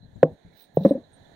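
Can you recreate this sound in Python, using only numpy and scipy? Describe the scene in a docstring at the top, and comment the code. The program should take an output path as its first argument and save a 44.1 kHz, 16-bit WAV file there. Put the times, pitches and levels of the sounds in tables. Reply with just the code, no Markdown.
"""Sweet potatoes in a plastic tub

Two sweet potatoes are set down in a hand-held tub in a garden, each impact exciting its damped modes.
The big one lands with a knock; the small one is let go, bounces and rocks to rest.
The tub bumps softly in the hand, a glove rustles by friction, and insects chirp and buzz
faintly to the right over quiet outdoor air."""
import sys
import numpy as np
from scipy import signal
from scipy.fft import rfft, irfft
from scipy.io import wavfile

SR = 44100
rng = np.random.default_rng(int(sys.argv[2]) if len(sys.argv) > 2 else 0)


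def dump(signal):
    """Clip the signal to [-1, 1] and save it as 16-bit WAV at the path in sys.argv[1]."""
    limited = np.clip(np.atleast_2d(signal).T, -1, 1)
    pcm = np.round(limited * 32767).astype(np.int16)
    wavfile.write(sys.argv[1], SR, pcm)


N = 59535
TIME, FREQS = np.arange(N) / SR, np.maximum(np.arange(N // 2 + 1) * SR / N, 1)


def from_db(db):
    """Amplitude grows tenfold for every 20 decibels."""
    return 10 ** (np.asarray(db) / 20)


def at_hz(points):
    """Interpolation of (Hz, value) points along a logarithmic frequency axis."""
    hz, value = np.transpose(points)
    return np.interp(np.log(FREQS), np.log(hz), value)


def pan(db):
    """Direction by level difference: two gains with a mean of one, for a pan of left minus right in dB."""
    gains = from_db(np.array([np.atleast_1d(db), -np.atleast_1d(db)]) / 2)
    return gains / gains.mean(0)


def noise(gain, coherence, pan_db=0):
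    """Spectrally shaped, partly coherent stereo noise; the mean of its channels has unit rms."""
    mid, side = rng.standard_normal((2, N))
    pair = np.sqrt(1 + coherence) * mid + np.sqrt(1 - coherence) * side * np.array([[1], [-1]])
    out = irfft(rfft(pair) * gain * pan(pan_db), N)
    return out / out.mean(0).std()


def band(hz, width_hz):
    """Gaussian passband around one frequency."""
    return np.exp(-.5 * ((FREQS - hz) / width_hz) ** 2)


def decay(start, t60, rise):
    """Exponential damping, 60 dB in t60 seconds, after a smooth onset."""
    age = np.maximum(TIME - start, 0)
    onset = 1 - np.exp(-np.minimum((age / rise) ** 2, 40))
    return onset * np.exp(-np.minimum(np.log(1000) * age / t60, 40))


def swell(start, length):
    """Gaussian envelope of a short stroke."""
    return np.exp(-np.minimum(6 * ((TIME - start) / length - .5) ** 2, 40))


def ring(start, hz, db, t60, rise):
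    """A struck mode vibrates freely as a damped sinusoid."""
    return from_db(db) * decay(start, t60, rise) * np.sin(2 * np.pi * hz * (TIME - start))


def air():
    """Slowly modulated noise: garden ambience, and a rumble that comes and goes as things are moved."""
    # Each row: frequency in Hz, relative spectral density in dB.
    air_spectrum = [(20, -9.5), (85, -14), (170, -12), (280, -6), (420, -6.5), (700, -3), (950, -13),
                    (1200, -25.5), (1750, -9.5), (2200, -24), (2700, -32), (3400, -19.5), (4050, -13.5),
                    (4900, -38.5), (6600, -26), (7900, -40.5), (9000, -31.5), (10500, -44.5),
                    (16000, -41.5)]
    rumble_spectrum = [(20, -15), (50, -10), (85, -2.5), (170, 1), (260, -5), (400, -25), (1200, -52)]
    # Each row: time in seconds, level in dB.
    air_levels = [(0, -70.5), (.12, -65.5), (.39, -64.5), (.56, -64), (.68, -65.5), (.87, -62.5),
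                  (1.06, -64), (1.19, -60), (1.35, -58.5)]
    rumble_levels = [(0, -65), (.19, -54.5), (.34, -50), (.38, -75.5), (.53, -63), (.62, -79.5),
                     (.74, -63.5), (.96, -50.5), (1.05, -62.5), (1.17, -61), (1.35, -58.5)]
    # Each row: frequency in Hz, pan in dB.
    air_pan = [(60, -4), (380, -2.5), (700, -7), (1300, -20), (2400, -13.5), (4200, -23.5), (5600, 1.5),
               (8100, -9), (15000, -11.5)]
    garden = noise(from_db(at_hz(air_spectrum)), 0.23, at_hz(air_pan))
    rumble = noise(from_db(at_hz(rumble_spectrum)), coherence=.7)
    garden_gain = from_db(np.interp(TIME, *np.transpose(air_levels)))
    rumble_gain = from_db(np.interp(TIME, *np.transpose(rumble_levels)))
    return garden_gain * garden + rumble_gain * rumble


def insects():
    """Narrow-band noise is heard as pitch: chirps and thin, high buzzes from the leaves on the right."""
    # Each row: start in seconds, length in seconds, level in dB, centre frequency in Hz.
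    chirp_calls = [(0.0, 0.07, -65.5, 4084), (0.143, 0.031, -79, 7130), (0.32, 0.032, -85.5, 8700),
                   (0.613, 0.048, -69, 8670), (0.864, 0.073, -65, 8660), (1.032, 0.038, -64.5, 3930),
                   (1.126, 0.043, -64, 8690), (1.245, 0.032, -64.5, 3526)]
    # Each row: the same four columns, then the width of the band in Hz.
    buzz_calls = [(0.55, 0.079, -52.5, 16350, 311), (0.595, 0.051, -56.5, 15600, 342),
                  (0.56, .1, -75, 14000, 1360), (0.745, .035, -58.5, 14850, 550),
                  (0.755, 0.072, -68.5, 14640, 1050), (0.825, 0.055, -64, 14660, 1100)]
    chirps = sum(from_db(db) * swell(start, length) * noise(band(hz, width_hz=110), 1.0, pan_db=-36)
                 for start, length, db, hz in chirp_calls)
    buzzes = sum(from_db(db) * swell(start, length) * noise(band(hz, width_hz), .5, pan_db=-38)
                 for start, length, db, hz, width_hz in buzz_calls)
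    return chirps + buzzes


def bumps(rise_s=0.0068, scrape_db=-9):
    """Soft contact excites low frequencies: the tub thuds in the hand, each time with a dull scrape."""
    # Each row: start in seconds, level in dB, frequency in Hz, pan in dB.
    contacts = [(0.003, -43, 110, 83), (0.025, -40, 165, 6), (0.041, -35, 115, 5), (0.077, -38.5, 94.6, 1),
                (0.127, -39, 95, 8), (0.155, -28.5, 170, 24.5), (0.191, -54.5, 82, -1.5),
                (0.314, -33, 86, 2.5), (0.445, -36, 109, 3.5), (0.458, -38, 172.1, 2),
                (0.476, -48, 80.3, 20), (0.54, -52.5, 90, 5.5), (0.69, -52.5, 170, -10.5),
                (0.743, -40, 130, -4), (1.12, -46.5, 98, -6.5), (1.203, -42.5, 90, -6),
                (1.328, -53, 140, -4)]
    # Each row: frequency in Hz, relative spectral density in dB.
    scrape_spectrum = [(25, -7.5), (90, 4), (200, 2.5), (320, -14.5), (520, -19), (800, -23.5),
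                       (1200, -39.5), (4000, -59)]
    out = 0
    for start, db, hz, pan_db in contacts:
        thud = ring(start, hz, db, t60=0.069, rise=rise_s)
        scrape = decay(start, t60=.12, rise=rise_s) * noise(from_db(at_hz(scrape_spectrum)), .5)
        out = out + pan(pan_db) * (thud + from_db(db + scrape_db) * scrape)
    return out


def knocks():
    """Modal superposition: each potato impact rings the tub, and its soft flesh mutes the high modes."""
    # Each row: start in seconds, gain in dB, contact time in seconds, contact cutoff in Hz,
    # bottom mode in Hz, its gain in dB, wall mode in Hz, its gain in dB, tuning factor of the shell,
    # decay-time factor of wall and shell.
    impacts = [(0.2293, 0, 0.0017, 900, 155.9, 1.5, 304.5, 5, 1.03, 0.84),
               (0.247, -11, .0032, 478.5, 180, -10, 274.3, 6.5, 0.98, 1),
               (0.7709, -0.5, .0019, 680, 157.9, 2, 287, -19, 0.95, 0.35),
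               (0.8068, -28.5, 0.0021, 465, 189.4, 23.5, 263, -4, 1.06, 1.5),
               (0.8480, 2.5, 0.0057, 677, 207.4, 6, 264.7, 12.5, 1.059, 0.84),
               (0.8587, -6.5, .0013, 379.6, 203.8, 11, 318.7, 9, 1.014, 1.1),
               (0.9070, -3, 0.0045, 453, 214, 1, 277, 10.5, 1.074, 1.1),
               (0.9498, -14, 0.0037, 377, 199, -0.5, 248, 4, 1.047, 1.9),
               (0.9757, -27.5, .0028, 432, 232.4, 9, 298, 15.5, 1.34, .85)]
    # Stiffer modes of the shell. Each row: frequency in Hz, level in dB, 60 dB decay time in seconds.
    shell_modes = [(497.2, 2.7, 0.03), (516.7, 1.84, 0.045), (604.5, -6, 0.039), (1050, -17.5, 0.054),
                   (1253, -8.5, 0.021), (1900, -22, .012), (2480, -15.5, .009)]
    # Scattered ring of tub and surroundings. Each row: frequency in Hz, relative spectral density in dB.
    tail_spectrum = [(25, -9.5), (60, -7), (90, -6), (150, -9.5), (300, -1.5), (550, 9), (800, -0.5),
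                     (1000, -11.5), (1250, -24), (2000, -23), (3000, -28), (8000, -60.5)]
    # Each row: frequency in Hz, pan in dB.
    tub_pan = [(150, 0.14), (320, 1.5), (560, -0.2), (800, -4), (1200, -15.5), (2500, -4.5), (5000, 0.5)]
    bottom_base_db, wall_base_db, tail_db, scatter_db = -13.5, -9.5, -24.5, 1.6
    both_in_s, contact_order = .83, 3.5
    out = 0
    for start, db, contact_s, cutoff_hz, bottom_hz, bottom_db, wall_hz, wall_db, tuning, hold in impacts:
        bottom_t60 = 0.15 if start < both_in_s else 0.1  # two potatoes damp the bottom more than one
        modes = [(bottom_hz, bottom_base_db + bottom_db, bottom_t60),
                 (wall_hz, wall_base_db + wall_db, 0.05 * hold)]
        modes += [(hz * tuning, mode_db + scatter_db * rng.normal(), t60 * hold)
                  for hz, mode_db, t60 in shell_modes]
        body = sum(ring(start, hz, mode_db, t60, contact_s)
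                   / np.hypot(1, (hz / cutoff_hz) ** contact_order) for hz, mode_db, t60 in modes)
        tail_colour = from_db(at_hz(tail_spectrum)) / np.hypot(1, (FREQS / cutoff_hz) ** 2)
        tail = from_db(tail_db) * decay(start, t60=0.2, rise=0.018) * noise(tail_colour, coherence=0.92)
        out = out + from_db(db) * (tail - body)
    out = signal.sosfilt(signal.butter(1, 80, "high", fs=SR, output="sos"), out)
    return irfft(rfft(out) * pan(at_hz(tub_pan)), N)


def crack_and_scuffs(rise_s=0.00029):
    """Noise transients: a short bright burst at the peak of the first knock, and brief scuffs on later
    landings."""
    # Each row: start in seconds, level in dB, 60 dB decay time in seconds, pan in dB.
    bursts = [(0.2308, -19, 0.0071, -4.5), (0.77, -43, 0.033, -0.5), (0.8486, -35.5, 0.063, -38.5),
              (0.856, -52, 0.45, -40)]
    # Each row: frequency in Hz, relative spectral density in dB.
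    burst_spectrum = [(600, -2.5), (1000, 14.5), (1400, -1.5), (1800, 10), (2400, -6), (3000, -15.5),
                      (3900, -10.5), (4500, -33.5), (6000, -11.5), (8000, -31.5), (15000, -37)]
    return sum(from_db(db) * decay(start, t60, rise_s) * noise(from_db(at_hz(burst_spectrum)), 1, pan_db)
               for start, db, t60, pan_db in bursts)


def glove(grain_db=2, grain_hz=116):
    """Sliding friction makes a grainy hiss as the hand moves from one potato to the other and lets go."""
    # Each row: start in seconds, length in seconds, level in dB.
    strokes = [(0.538, .13, -60), (0.755, 0.05, -62.5), (0.8, .13, -54.5)]
    # Each row: frequency in Hz, relative spectral density in dB.
    rub_spectrum = [(2500, -12.5), (3300, -8), (3900, 8), (4500, -8), (5000, -10.5), (5800, -9.5),
                    (7500, -30), (9000, -14.5), (11000, -21.5), (16000, -10.5)]
    # Each row: frequency in Hz, pan in dB.
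    rub_pan = [(2000, -12.5), (3900, -22), (5000, -0.5), (6000, 6), (8000, 2), (15000, -34)]
    grain = from_db(grain_db * noise(band(0, grain_hz), 0.33)[0])
    rub_envelope = sum(from_db(db) * swell(start, length) for start, length, db in strokes)
    rubs = rub_envelope * noise(from_db(at_hz(rub_spectrum)), 0.26, at_hz(rub_pan))
    slide_envelope = from_db(-76.5) * swell(start=0.31, length=0.42)
    slide = slide_envelope * noise(band(2100, width_hz=270), .6, at_hz(rub_pan))
    return grain * (rubs + slide)


def scene():
    """Sound pressures add linearly: the tub close by, the garden around it."""
    return knocks() + crack_and_scuffs() + bumps() + glove() + insects() + air()


def record(dry):
    """Soft saturation rounds the loudest peaks, and a low-pass filter limits the bandwidth."""
    ceiling, stopband_hz = 0.92, 16700
    rounded = dry / (1 + (dry / ceiling) ** 8) ** (1 / 8)
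    return signal.sosfilt(signal.cheby2(16, 70, stopband_hz, fs=SR, output="sos"), rounded)


dry = scene()
out = record(dry)
dump(out)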